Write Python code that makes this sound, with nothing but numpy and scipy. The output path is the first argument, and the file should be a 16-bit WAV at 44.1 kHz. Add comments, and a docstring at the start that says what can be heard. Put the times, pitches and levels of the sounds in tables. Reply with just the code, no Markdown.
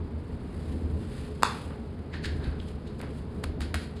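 """A folding phone claps shut in one hand, close to the microphone, and a bare room answers.
The hinge whispers, then magnets pull the halves together: a short knock of the body, a gritty crack
of the edges and a faint ring of the frame. Fingers creak on the case, pry it open again and the hinge
clicks flat. Under it all are a low ventilation hum and the rumble and rub of handling."""
import sys
import numpy as np
from scipy import signal
from scipy.fft import rfft, irfft
from scipy.io import wavfile

SR = 44100
rng = np.random.default_rng(int(sys.argv[2]) if len(sys.argv) > 2 else 0)


def store_pcm(level_fs):
    """Save levels as 16-bit WAV."""
    pcm = np.round(np.clip(level_fs, -1, 1) * 32767).astype(np.int16)
    wavfile.write(sys.argv[1], SR, np.atleast_2d(pcm).T)


N = 176400
SHORT, LONG = 2 ** 13, 2 ** 15  # samples: bursts and filters, ringing tails

# Tone of hard contacts, both hinge clicks and the closing crack. 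Each row: frequency in Hz, gain in dB.
CLICK_EQ = [(150, -15), (500, 4.5), (900, 5), (1700, 3.5), (2800, -3), (4600, -6), (7500, -17),
            (11000, -14.5), (15000, -21)]


def undb(db):
    """Decibels to gain."""
    return 10 ** (np.asarray(db) / 20)


def unit(x):
    """Scale to rms 1."""
    return x / np.sqrt(np.mean(x ** 2))


def times(size=N):
    """Time of every sample in seconds."""
    return np.arange(size) / SR


def fader(rows):
    """Gain that follows (seconds, dB) points."""
    return undb(np.interp(times(), *np.array(rows).T))


def on_log(rows, hz):
    """Read (Hz, value) points on a log-frequency axis."""
    points_hz, values = np.array(rows).T
    return np.interp(np.log(np.maximum(hz, 1)), np.log(points_hz), values)


def equalise(x, rows, tilt_db=0):
    """Minimum-phase EQ through (Hz, dB) points, tilted by tilt_db per octave about 3 kHz."""
    hz = np.arange(SHORT + 1) * SR / (2 * SHORT)
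    octaves = np.log2(np.maximum(hz, 300) / 3000)
    cepstrum = irfft(np.log(undb(on_log(rows, hz) + tilt_db * octaves)))
    cepstrum[1:SHORT] *= 2  # fold onto positive time, so nothing rings ahead of an attack
    cepstrum[SHORT + 1:] = 0
    impulse = irfft(np.exp(rfft(cepstrum)))[:SHORT]
    return signal.fftconvolve(x, impulse)[:len(x)]


def lowpass(x, hz):
    """Gentle treble roll-off."""
    return signal.sosfilt(signal.butter(2, min(hz, .45 * SR), fs=SR, output="sos"), x + 1e-18)


def place(x, start_s):
    """Lay a sound on the scene's timeline."""
    k = int(np.clip(start_s * SR, 0, N - 1))
    out = np.zeros(N)
    out[k:k + len(x)] = x[:N - k]
    return out


def ring(modes):
    """Decaying modes of alternating sign after one blow."""
    t = times(LONG)
    return sum((-1) ** k * undb(db) * np.sin(2 * np.pi * hz * t) * np.exp(-np.log(1000) * t / t60)
               for k, (hz, db, t60) in enumerate(modes))


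def grains(size, spread_db=4):
    """Dense tiny contacts of uneven size."""
    return unit(rng.standard_normal(size) * undb(spread_db * rng.standard_normal(size)))


def burst(peak_s, db, rise_s, fall_s, ring_hz, ring_db, tilt_db, eq):
    """A cluster of tiny contacts swells and dies, ringing one resonance of the case."""
    lead_s = SHORT / SR / 2
    t = times(SHORT) - lead_s
    swell = np.exp(np.minimum(t / rise_s, -t / fall_s))
    whitened = irfft(np.exp(1j * np.angle(rfft(grains(SHORT) * swell))))
    crunch = whitened * swell ** .3  # taper the edges that whitening smears
    crunch = crunch / np.sqrt(np.sum(crunch ** 2))
    resonance = signal.lfilter(*signal.iirpeak(ring_hz, Q=7, fs=SR), crunch)
    voiced = equalise(crunch + undb(ring_db) * resonance, eq, tilt_db)
    return place(undb(db) * voiced, peak_s - lead_s)


def contacts(rows, eq, gain_db):
    """Bursts that face the microphone or are screened by the hand; returns direct sound and room send."""
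    direct, send = 0, 0
    for *contact, direct_db in rows:
        hit = undb(gain_db) * burst(*contact, eq)
        direct = direct + undb(direct_db) * hit
        send = send + hit
    return direct, send


def ventilation(fan_hz=421, fan_width_hz=5.5):
    """Steady low air noise with one wavering fan tone, a narrow band of noise."""
    # Tone of the moving air. Each row: frequency in Hz, relative level in dB.
    air_eq = [(22, -21.5), (35, -21), (48, -5), (66, 3.5), (81, 9.5), (100, -5.5), (135, 0), (175, -1.5),
              (198, -4.5), (225, 1), (300, -11), (450, -10), (620, -19), (1000, -23), (2000, -31.5),
              (3000, -38), (4800, -40.5), (9000, -72), (15000, -58)]
    air = unit(equalise(rng.standard_normal(N), air_eq))
    noise = rfft(rng.standard_normal(N))
    hz = np.arange(len(noise)) * SR / N
    fan = unit(irfft(noise / (1 + ((hz - fan_hz) / fan_width_hz) ** 2), N))
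    return undb(-37) * air + undb(-51.5) * fan


def room(send, predelay_s=.009, build_s=.001):
    """Diffuse echo of hard walls: a quickly building tail whose bass lingers longest."""
    # Decay of the room. Each row: frequency in Hz, T60 in seconds.
    decay = [(200, 3.95), (1000, 0.44), (4000, 0.44), (9000, 0.23), (15000, 0.55)]
    # Tone of the reverb return. Each row: frequency in Hz, gain in dB.
    return_eq = [(200, -8.5), (600, -9.5), (1100, -7), (2100, -2), (3200, -2.5), (4500, 0), (7500, -2.5),
                 (11000, -5.5), (15000, -31)]
    t = times(LONG)
    noise = rfft(rng.standard_normal(LONG))
    octave = np.log2(np.maximum(np.arange(len(noise)) * SR / LONG, 125) / 125)
    tail = 0
    for k in range(8):
        band = irfft(noise * np.maximum(1 - abs(octave - k), 0))
        t60 = on_log(decay, 125 * 2 ** k)
        tail = tail + band * np.exp(-np.log(1000) * t / t60)
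    tail = tail * (1 - np.exp(-t / build_s))
    tail = equalise(tail / np.sqrt(np.sum(tail ** 2)), return_eq)
    return place(signal.fftconvolve(send, tail), predelay_s)


def handling(bump_rise_s=.0058):
    """Low rumble of moving hands and dull rubbing of the palm, with a few soft bumps."""
    # Fader moves of the rumble and the rub. Each row: time in seconds, level in dB.
    rumble_levels = [(0, -34.5), (.25, -40), (.65, -37.5), (.78, -37.5), (1, -36), (1.15, -37),
                     (1.9, -56.5), (2.2, -42), (2.45, -32.5), (2.85, -44.5), (3.3, -39.5), (3.62, -33),
                     (3.8, -47.5), (4, -60)]
    rub_levels = [(0, -69), (.3, -45.5), (.58, -49), (.76, -36.5), (.98, -43.5), (1.1, -54), (2, -47.5),
                  (2.35, -42), (2.55, -59), (2.85, -57), (3.2, -57), (3.36, -40), (3.62, -42), (3.8, -41),
                  (4, -68)]
    # Their tone. Each row: frequency in Hz, relative level in dB.
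    rumble_eq = [(22, -16), (36, -8.5), (48, 3), (64, -11.5), (80, 9.5), (100, -13), (140, -7.5),
                 (280, -12), (500, -23.5), (1000, -32), (3000, -75)]
    rub_eq = [(60, -26), (125, 6.5), (280, 3.5), (450, -5.5), (700, -16.5), (2000, -50.5)]
    # The phone bumps in the palm. Each row: start in seconds, gain in dB.
    bumps = [(0.73, -20.5), (0.841, -20.5), (.93, -17), (1.001, -20), (2.259, -20.5), (2.472, -18),
             (3.443, -29.5), (3.604, -20), (3.744, -20)]
    # Low modes of one bump. Each row: frequency in Hz, relative level in dB, T60 in seconds.
    thud_modes = [(76, -4, 0.26), (136, -11.5, 0.1), (219.3, -19, 0.11), (328, -12.5, 0.091)]
    thud = ring(thud_modes) * (1 - np.exp(-times(LONG) / bump_rise_s))
    rumble = unit(equalise(rng.standard_normal(N), rumble_eq)) * fader(rumble_levels)
    rub = unit(equalise(rng.standard_normal(N), rub_eq)) * fader(rub_levels)
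    return rumble + rub + sum(undb(db) * place(thud, start_s) for start_s, db in bumps)


def slide(jerk_db=2, jerk_hz=44.2, send_db=-5.5):
    """Fine, slightly jerky friction of the turning hinge and of skin on glass."""
    # Fader moves of the friction. Each row: time in seconds, level in dB.
    levels = [(0, -70), (.4, -62.5), (.7, -56), (.88, -62.5), (1.17, -51), (1.38, -60), (1.55, -49.5),
              (1.64, -52.5), (1.78, -65.5), (2.08, -67.5), (2.45, -56.5), (2.56, -65.5), (2.69, -55.5),
              (2.78, -66), (3.1, -62), (3.18, -57), (3.26, -65.5), (3.4, -60), (3.54, -120), (3.82, -50.5),
              (3.92, -64)]
    # Its whispery tone. Each row: frequency in Hz, relative level in dB.
    eq = [(400, -22), (1200, 8), (2500, 4.5), (4700, 2.5), (7000, -8), (10000, -4), (14000, -12.5)]
    jerk = undb(jerk_db * unit(lowpass(rng.standard_normal(N), jerk_hz)))
    friction = unit(equalise(grains(N), eq)) * fader(levels) * jerk
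    return friction, undb(send_db) * friction


def grip_creaks():
    """Fingers creak and scuff on the case as the grip shifts."""
    # Each row is one creak: peak time in seconds, relative level in dB, rise and fall in seconds,
    # resonance in Hz, its gain in dB, tilt in dB per octave, direct-path gain in dB.
    creaks = [(1.707, -18.5, .0075, 0.013, 1180, 9, -7, -4),
              (2.141, -6.5, 0.01, 0.016, 1800, 5, -2.5, -1.5),
              (2.247, -3.5, 0.0081, 0.0039, 1690, 12.5, 3, -2.5),
              (2.257, -10, 0.0061, 0.0081, 4100, -17, 2.5, 6.5),
              (2.285, -17, 0.0051, 0.015, 1650, 6, -4, 0.5), (2.444, -21.5, 0.0041, .004, 3900, 10, -1, 2),
              (2.46, -10, 0.087, .025, 1620, 1, -5, -3.5),
              (2.525, -24, 0.0039, 0.0067, 1450, 10.5, -6.5, -2),
              (2.602, -24.5, 0.0042, .003, 3270, 13.5, 1, 3),
              (2.687, -26.5, 0.0082, 0.0061, 3300, -2, 5, 6),
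              (2.878, -19, 0.013, 0.0063, 3800, -9, 2, -0.5),
              (2.994, -27.5, 0.0059, 0.0068, 3960, -11, 9.5, 1.5),
              (3.002, -16, 0.0013, .006, 1500, -7, -7.5, -1),
              (3.028, -15.5, .006, 0.035, 2000, -5, -8, -0.5), (3.175, -39, .02, .02, 8600, 2, 13.5, 1),
              (3.617, -11.5, 0.0042, 0.018, 1880, 1, 4, 4), (3.79, -21, 0.021, .035, 4400, 2, 10, -5),
              (3.968, -17, 0.0049, 0.0096, 3960, -10, 3, -3)]
    # Mid-heavy tone of a creak. Each row: frequency in Hz, gain in dB.
    eq = [(300, -6.5), (1100, -4), (1600, 0), (2300, -1.5), (3200, -3), (4400, -2.5), (7000, -16),
          (9800, -24.5), (14000, -30)]
    return contacts(creaks, eq, gain_db=3.5)


def hinge_clicks():
    """Hinge and case click as the phone is pried open and lands flat."""
    # Each row is one click: peak time in seconds, relative level in dB, rise and fall in seconds,
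    # resonance in Hz, its gain in dB, tilt in dB per octave, direct-path gain in dB.
    clicks = [(3.0145, -21, 0.00072, .0022, 2280, 7, 5, 4), (3.4406, -9, 0.0028, 0.0041, 1160, -6, 1.4, 7),
              (3.6075, -4.5, 0.0017, 0.0051, 1470, -10.5, 2, -4.5),
              (3.7428, -0.5, 0.00021, 0.0022, 1510, -5, 1.5, 0.5),
              (3.7465, -5, 0.00026, 0.003, 1930, -3, 2, 1.5),
              (3.756, -15, 0.0026, 0.0023, 1680, -3, 0.5, 6.5)]
    return contacts(clicks, CLICK_EQ, gain_db=3)


def snap_shut(body_cut_hz=234):
    """One edge touches, then magnets clap the halves shut with a gritty crack; the floor echoes dully."""
    # The halves meet. Each row: start in seconds, gain in dB, treble cutoff in Hz.
    hits = [(1.4240, -19, 9000), (1.4326, -2, 15200)]
    # Modes of the hand-damped body and of the faint, long-ringing frame.
    # Each row: frequency in Hz, relative level in dB, T60 in seconds.
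    body_modes = [(430, -29, 0.0041), (690, -23, 0.003), (1034, 3, 0.0075), (1680, 0, 0.0037),
                  (2800, -13, 0.0084), (3500, -14, 0.006), (4690, -4.5, 0.0028), (8050, -11, 0.0029),
                  (9900, -23, 0.006), (13600, -19, 0.004)]
    frame_modes = [(960, -41, 0.87), (1138, -31, 0.46), (1200, -39, 0.4), (1325, -38, .49),
                   (1470, -48, 0.43), (1604, -39, .45), (3490, -35, 0.28), (3720, -42, .2), (4300, -43, .4),
                   (4689, -42, 0.27), (5001, -39, 0.17)]
    body, frame = ring(body_modes), ring(frame_modes)
    clap = sum(undb(db) * place(lowpass(body, hz), start_s) for start_s, db, hz in hits)
    shimmer = sum(undb(db) * place(lowpass(frame, hz), start_s) for start_s, db, hz in hits)
    # The small body radiates little bass.
    clap = signal.sosfilt(signal.butter(4, body_cut_hz, "high", fs=SR, output="sos"), clap)
    # Grit crunches between the edges as they meet.
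    shut_s = hits[-1][0]
    crack = burst(shut_s, db=5.5, rise_s=.0016, fall_s=.0019,
                  ring_hz=3750, ring_db=-9, tilt_db=1.5, eq=CLICK_EQ)
    floor_echo = undb(-26) * lowpass(place(clap + crack, start_s=.017), hz=2000)
    # The crack leaves the gap sideways, so the walls get more of it than of the body.
    send = undb(-1.5) * clap + undb(3.5) * crack
    return clap + crack + shimmer + floor_echo, send


def scene():
    """Mono mix: the phone, direct and through the room, over handling and ventilation."""
    clicks, creaks = hinge_clicks(), grip_creaks()
    direct, send = np.sum([snap_shut(), clicks, creaks, slide()], axis=0)
    return (direct + room(send) + handling() + ventilation())[None]


def record(dry):
    """The microphone has two dips in the treble; the top is cut at 15.5 kHz."""
    # Response of the microphone. Each row: frequency in Hz, gain in dB.
    mic_eq = [(20, 0.5), (5050, -2), (5650, -12.5), (6800, -2.5), (7500, 1), (10400, 0), (11600, -7.5),
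              (12400, -28), (13300, -3), (14000, -5), (14800, -21)]
    top_cut = signal.ellip(8, .2, 70, 15500, fs=SR, output="sos")
    return signal.sosfilt(top_cut, equalise(dry[0], mic_eq))[None]


dry = scene()
out = record(dry)
store_pcm(out)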